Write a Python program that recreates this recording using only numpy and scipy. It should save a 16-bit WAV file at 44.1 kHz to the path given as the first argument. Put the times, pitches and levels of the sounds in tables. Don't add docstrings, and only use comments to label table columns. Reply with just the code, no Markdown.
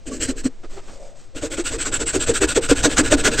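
import sys
import numpy as np
from scipy import signal
from scipy.fft import rfft, irfft, next_fast_len
from scipy.io import wavfile
from scipy.ndimage import uniform_filter1d

SR = 44100
rng = np.random.default_rng(int(sys.argv[2]) if len(sys.argv) > 2 else 0)


def level_to_linear(level):
    exponent = np.asarray(level, float) / 20
    return 10 ** exponent


def wav_out(sig):
    wavfile.write(sys.argv[1], SR, np.round(np.clip(np.atleast_2d(sig).T, -1, 1) * 32767).astype(np.int16))


N = 149940

# start [t/s], length [t/s], hiss [level/dB], hum of pipe and plank [level/dB]
BACK_STROKES = [(0.067, 0.028, -39.5, -40), (0.213, 0.048, -25.5, -33), (0.372, 0.043, -38, -40.5),
                (1.361, 0.035, -32.5, -35), (1.515, 0.043, -28.5, -36.5), (1.653, 0.045, -23.5, -38.5),
                (1.795, 0.043, -24, -36.5), (1.929, 0.043, -22, -33.5), (2.07, 0.043, -23.5, -37),
                (2.207, 0.041, -21.5, -32), (2.346, 0.041, -20, -33.5), (2.485, 0.044, -22, -31.5),
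                (2.624, 0.043, -25, -33), (2.765, 0.049, -24.5, -30.5), (2.901, 0.049, -25, -29.5),
                (3.043, 0.048, -24.5, -28), (3.18, 0.039, -25, -28), (3.32, 0.041, -23.5, -26.5)]
# start [t/s], length [t/s], judder [level/dB]
TEETH_CATCHING = [(0.095, 0.086, -28), (0.286, 0.038, -22), (0.444, 0.034, -23), (1.428, 0.042, -21.5),
                  (1.581, 0.025, -20.5), (1.717, 0.058, -25.5), (1.861, 0.048, -29.5), (1.997, 0.049, -22),
                  (2.144, 0.043, -16.5), (2.282, 0.039, -14.5), (2.413, 0.04, -17.5), (2.564, 0.028, -10.5),
                  (2.7, 0.033, -12), (2.846, 0.032, -11.5), (2.984, 0.021, -11.5), (3.112, 0.038, -12.5),
                  (3.247, 0.052, -18.5), (3.381, 0.01, -21.5)]
# pitch [f/Hz], width [f/Hz], strength [level/dB]
PLANK_MODES = [(264, 55, 2), (334, 39, 3), (392, 22, -0.5), (460, 15.4, 4), (511, 20.5, -1),
               (616, 63, -5.5)]


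def evened(x):
    return x / np.sqrt(np.mean(x ** 2) + 1e-20)


def noise():
    return rng.standard_normal(N)


def drift(size):
    return evened(uniform_filter1d(noise(), size=size))


def colour(x, table):
    size = next_fast_len(x.shape[-1] + 8192)
    hz, db = np.transpose(table)
    pitches = np.fft.rfftfreq(size, 1 / SR)
    gain = level_to_linear(np.interp(np.log(pitches + 1), np.log(hz + 1), db))
    return irfft(rfft(x, size) * gain, size)[..., :x.shape[-1]]


def ring(x, modes):
    out = np.zeros_like(x)
    for k, (hz, width, db) in enumerate(modes):
        r = np.exp(-np.pi * width / SR)
        feedback = [1, -2 * r * np.cos(2 * np.pi * hz / SR), r * r]
        out += (-1) ** k * level_to_linear(db) * (1 - r) * signal.lfilter([1, 0, -1], feedback, x)
    return out


def arches(rows, skew=0.72, sharp=1.):
    overhang, skirt_db = 0.36, -37
    out = np.zeros(N)
    for start, length, db in rows:
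        first = (start - overhang * length) * SR
        span = length * (1 + 2 * overhang) * SR
        at = np.arange(max(int(first) + 1, 0), min(int(first + span), N))
        arch = np.sin(np.pi * ((at - first) / span) ** skew).clip(0)
        out[at] += level_to_linear(db) * (arch ** sharp + level_to_linear(skirt_db) * arch ** .3)
    return out


def grit(size=60):
    chip_db, clump_db = 1.2, 1
    chips = drift(size).clip(-2, 2)
    clumps = drift(6 * size).clip(-2, 2)
    return noise() * level_to_linear(chip_db * chips + clump_db * clumps)


def patchy(x, depth_db):
    z = signal.stft(x, nperseg=512)[2]
    field = rng.standard_normal(z.shape[::-1])
    field = uniform_filter1d(field, size=9, axis=0)
    field = uniform_filter1d(field, size=4, axis=1).T
    return signal.istft(z * level_to_linear(depth_db * evened(field)), nperseg=512)[1][:N]


def hiss(drive, tone, ring_db):
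    # pitch [f/Hz], width [f/Hz], strength [level/dB]
    rings = [(1446, 82, 4), (1687, 26, 10.5), (2570, 140, -7.5), (4000, 60, 4), (7250, 58, 5),
             (7500, 34, 13), (7907, 70, 9.5), (8070, 72, 4), (8200, 80, 7)]
    # time [t/s], pipe wall [level/dB], blade [level/dB]
    depth = [
        (1.4, -2, -1.5),
        (2.1, 1.5, 6.5),
        (2.7, 4, -1.5),
        (3.4, 6.5, -3.5),
    ]
    # pitch [f/Hz], level [level/dB]
    fresh_tone = [(600, -2), (850, -8.5), (1400, 2), (3150, 2.5), (3400, -6), (3800, -9), (4050, 4.5)]
    fresh_s, fresh_shift = .6, 1.12
    t = np.arange(N) / SR
    fresh = np.arange(N) < fresh_s * SR
    plain = colour(drive, tone)
    wall_modes = rings[:4]
    fresh_modes = [(hz * fresh_shift, width, db) for hz, width, db in wall_modes]
    wall = np.where(fresh, ring(plain, fresh_modes), ring(plain, wall_modes))
    blade = ring(plain, rings[4:])
    s, wall_db, blade_db = np.transpose(depth)
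    ringing = level_to_linear(np.interp(t, s, wall_db)) * wall + level_to_linear(np.interp(t, s, blade_db)) * blade
    mixed = patchy(plain + level_to_linear(ring_db) * ringing, depth_db=1.9)
    mixed = np.where(fresh, colour(mixed, fresh_tone), mixed)
    return mixed / np.std(colour(mixed, [(1400, -60), (1500, 0), (8500, 0), (8600, -60)]))


def room_air():
    # pitch [f/Hz], level [level/dB]
    air_tone = [(40, 0), (80, 12), (180, 4), (550, 2), (900, -8.5), (7000, -14.5)]
    return level_to_linear(-52.5) * evened(colour(noise(), air_tone))


def sway():
    # time [t/s], level [level/dB]
    wobble_course = [
        (0, -36),
        (0.302, -28),
        (.58, -36.5),
        (.68, -29.5),
        (1.25, -44.5),
        (1.6, -33.5),
        (3.4, -27),
    ]
    # pitch [f/Hz], level [level/dB]
    wobble_tone = [(3, -26), (11, 19.5), (38, -1), (70, -45)]
    # time [t/s], level [level/dB]
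    thuds = [
        (0.061, -49),
        (1.39, -31.5),
        (1.729, -21),
        (2.021, -27),
        (2.432, -15.5),
        (2.56, -35),
        (2.699, -18),
        (2.773, -18),
        (2.984, -21),
        (3.128, -13),
    ]
    thud_hz, thud_s, shake_db = 48.1, 0.014, -12
    t = np.arange(N) / SR
    jolts = np.zeros(N)
    for at, db in thuds:
        u = (t - at).clip(0) / thud_s
        hz = thud_hz * rng.uniform(0.77, 1.24)
        jolts += level_to_linear(db + 5.0) * u * np.exp(-u) * np.sin(2 * np.pi * hz * (t - at))
    rumble = evened(colour(noise(), [(35, 1), (55, 1.5), (130, -4), (260, -28.0)]))
    back = np.array(BACK_STROKES)[:, [0, 1, 3]]
    effort = arches(TEETH_CATCHING, sharp=0.71) + arches(back, sharp=0.092) * level_to_linear(10.5)
    s, wobble_db = np.transpose(wobble_course)
    wobble = level_to_linear(np.interp(t, s, wobble_db)) * evened(colour(noise(), wobble_tone))
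    return wobble + level_to_linear(shake_db) * effort * rumble + jolts


def back_strokes():
    # pitch [f/Hz], level [level/dB]
    skim_tone = [(410, -66), (700, -9.5), (1160, -6.5), (1420, -1), (2050, -3.5), (3070, 0.5), (5140, -6),
                 (7760, -1.5), (8710, 0.5)]
    back = np.array(BACK_STROKES)
    skim = arches(back[:, :3], skew=0.87, sharp=1.55) * hiss(grit(), skim_tone, ring_db=0.5)
    hum = arches(back[:, [0, 1, 3]], skew=0.58, sharp=0.42) * evened(ring(grit(), PLANK_MODES))
    return skim + hum


def tooth_phase():
    early_hz, late_hz, jitter = 521.6, 301.8, 0.16
    start, length, _ = np.transpose(TEETH_CATCHING)
    corners = np.ravel([start, start + length], "F")
    hz = np.interp(np.arange(N) / SR, corners, np.tile((early_hz, late_hz), len(start)))
    return np.cumsum(hz * (1 + jitter * drift(200))) / SR


def cutting_strokes(turns):
    # start [t/s], length [t/s], hiss [level/dB]
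    strokes = [(0.109, 0.076, -38), (0.277, 0.046, -31), (0.441, 0.038, -32.5), (1.416, 0.064, -29.5),
               (1.57, 0.053, -28), (1.708, 0.059, -27.5), (1.844, 0.054, -26.5), (1.995, 0.044, -25),
               (2.127, 0.055, -24.5), (2.269, 0.051, -21), (2.411, 0.046, -18), (2.552, 0.035, -17),
               (2.688, 0.046, -17), (2.832, 0.044, -13.5), (2.97, 0.044, -12.5), (3.11, 0.041, -13.5),
               (3.243, 0.049, -14), (3.382, 0.073, -12)]
    # pitch [f/Hz], level [level/dB]
    chip_tone = [(410, -3), (700, -4), (829, -9), (1450, -1.5), (2260, -4.5), (4030, -6), (5250, -8.5),
                 (7670, -2), (8710, -5.5)]
    rub_db, rub_s = -14, 0.11
    cut = arches(strokes, skew=0.97, sharp=2.74)
    bite = 1 + 0.25 * np.cos(2 * np.pi * turns)
    chips = cut * hiss(bite * grit(), chip_tone, ring_db=-5.5)
    rub = evened(colour(grit(size=150), [(500, -23), (750, 15.0), (3500, 1.5), (8000, -26)]))
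    fade = np.exp(-np.arange(8000) / (rub_s * SR)) / (rub_s * SR)
    return chips + level_to_linear(rub_db) * signal.oaconvolve(cut, fade)[:N] * rub


def judder(turns):
    teeth = .4 * np.cos(2 * np.pi * turns) + 2.4 * grit(size=150)
    push = arches(TEETH_CATCHING, skew=0.67, sharp=1.51)
    return level_to_linear(-5) * ring(teeth * push, PLANK_MODES) / np.std(ring(teeth, PLANK_MODES))


def snags():
    # time [t/s], length [t/s], level [level/dB], pitch [f/Hz]
    snag_rows = [(0.092, 0.036, -31.5, 269), (0.142, 0.051, -28, 255.4), (0.16, 0.044, -30.5, 249.5),
                 (0.24, 0.028, -39, 334), (0.299, 0.027, -20, 264), (0.464, 0.029, -17.5, 258.4),
                 (0.647, 0.017, -38.6, 347), (0.783, 0.037, -36.5, 392), (1.03, 0.012, -42, 596),
                 (1.353, 0.033, -43, 532), (1.367, 0.013, -58, 308), (1.442, 0.019, -25.5, 285),
                 (1.463, 0.03, -26, 320), (1.59, 0.012, -20.5, 373), (1.607, 0.023, -20.5, 348),
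                 (1.728, 0.017, -33.5, 280), (1.747, 0.013, -30.5, 425), (1.765, 0.0093, -33, 333),
                 (1.872, 0.013, -27, 446), (1.877, 0.017, -31, 270), (1.905, 0.011, -27, 322),
                 (1.934, 0.02, -34.7, 516), (1.938, 0.017, -35, 322), (2.015, 0.017, -27, 420),
                 (2.026, 0.021, -24, 318), (2.164, 0.021, -17, 377), (2.3, 0.018, -14, 462),
                 (2.315, 0.024, -20.5, 303), (2.429, 0.036, -17.5, 392), (2.441, 0.034, -17, 316.5),
                 (2.58, 0.014, -12, 426), (2.72, 0.013, -7.5, 475), (2.725, 0.024, -9, 280.7),
                 (2.858, 0.024, -20, 480), (2.874, 0.018, -12, 293), (3.012, 0.016, -10, 293),
                 (3.13, 0.018, -11, 605), (3.152, 0.022, -12, 283), (3.247, 0.053, -31, 283),
                 (3.254, 0.032, -27.5, 432), (3.275, 0.029, -22, 296), (3.282, 0.021, -24.5, 498),
                 (3.285, 0.015, -20.5, 615), (3.291, 0.012, -20, 232), (3.316, 0.017, -31, 272),
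                 (3.391, 0.015, -26, 390), (3.392, 0.018, -26.5, 246), (3.395, 0.012, -20.5, 560),
                 (1.443, .016, -25.5, 577),
        (1.54, 0.028, -31, 322),
        (1.544, 0.017, -30, 546),
        (2.15, 0.014, -23.5, 460),
        (2.446, 0.014, -18.5, 470.3),
        (.127, 0.019, -38, 1140),
        (2.7, 0.01, -21, 560),
    ]
    rise, fall = .28, .38
    edge_db, rough_db = -18.5, 2.5
    out = np.zeros(N)
    for (at, length, db, hz), turn in zip(snag_rows, rng.random(60)):
        k = np.arange(max(int((at - length) * SR), 0), min(int((at + 4 * length) * SR), N))
        u = (k / SR - at) / length + rise / 2
        shape = np.where(u < 0, np.exp(-.5 * (u / rise) ** 2), 1 / np.cosh(u / fall))
        phase = 2 * np.pi * (hz * length * u + turn)
        crests = np.cos(phase) + level_to_linear(edge_db) * shape * np.cos(2 * phase)
        out[k] += level_to_linear(db + 1) * shape * crests
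    return out * level_to_linear(rough_db * drift(250))


def shifting():
    # start [t/s], length [t/s], hiss [level/dB], knock [level/dB]
    scuffs = [
        (0.639, 0.021, -59, -40),
        (0.72, 0.068, -47.5, -51),
        (0.776, 0.033, -68, -41.5),
        (0.857, 0.12, -50.5, -53),
        (0.886, 0.027, -77, -44.5),
        (1.026, 0.08, -53, -66),
        (1.177, 0.078, -54, -81),
    ]
    # pitch [f/Hz], level [level/dB]
    scuff_tone = [(500, 0.5), (800, -7), (4500, -11), (7900, -7.5), (8700, -8.5)]
    s = np.array(scuffs)
    scuff = arches(s[:, :3], sharp=.6) * hiss(grit(), scuff_tone, ring_db=-14)
    wood = [(418, 33, 10.5), (330, 545, 1.0), (670, 140, 4.5), (1220, 200, -7.5)]  # (Hz, width Hz, dB)
    knock = arches(s[:, [0, 1, 3]], sharp=0.82) * evened(ring(grit(size=200), wood))
    slide = grit(size=400)
    for _ in range(3):
        slide = ring(slide, [(560, 250, 0)])
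    drag = arches([(0.98, 0.16, -45)], sharp=0.71) * evened(slide)
    return scuff + knock + drag


def scene():
    # pitch [f/Hz], level [level/dB]
    width_tone = [(200, -56), (1700, -48.5), (2000, -19), (2800, -21.5), (3100, -48), (3800, -24),
                  (4700, -47), (6700, -38), (7000, -14.5), (8300, -24.5), (11500, -25.5)]
    turns = tooth_phase()
    saw = back_strokes() + cutting_strokes(turns) + judder(turns) + snags()
    near = room_air() + saw + shifting()
    scatter = rng.standard_normal(900) * np.exp(-np.arange(900) / 220.)
    scattered = signal.oaconvolve(near, scatter / np.linalg.norm(scatter))[:N]
    side = patchy(colour(scattered, width_tone), depth_db=8.0)
    mid = near + sway()
    return np.array([mid + side, mid - side])


def top_cut(x):
    return signal.sosfilt(signal.butter(12, 15890, fs=SR, output="sos"), x)


def record(dry):
    # pitch [f/Hz], level [level/dB]
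    top_tone = [(8480, 0.5), (8640, -8.5), (9000, -12.5), (9150, -30.5), (9400, -49), (10400, -39),
                (10700, -28.5), (12200, -18), (13000, -65), (14900, -65), (15300, -33)]
    # pitch [f/Hz], level [level/dB]
    fizz_tone = [(8900, -60), (9200, 2.5), (12500, -8), (15800, -16.5)]
    clip = 1.12
    fizz_db, knee_db, steep = -47.5, -21.5, 7
    mid, side = colour(np.array([dry[0] + dry[1], dry[0] - dry[1]]) / 2, top_tone)
    bite = colour(mid, [(1000, -40), (1500, 0), (6000, 0), (7000, -30)])
    power = uniform_filter1d(uniform_filter1d(bite ** 2, size=1100), size=300)
    over_db = 10 * np.log10(abs(power) + 1e-12) - knee_db
    fizz_level = level_to_linear(fizz_db + np.where(over_db < 0, steep, 1) * over_db)
    fizz = fizz_level * evened(colour(noise(), fizz_tone))
    squashed = clip * np.tanh(mid / clip) - mid
    mid = colour(squashed, top_tone) + mid + fizz
    mix = np.array([mid + side, mid - side]) + [[.015], [.001]]
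    return top_cut(mix)


dry = scene()
out = record(dry)
wav_out(out)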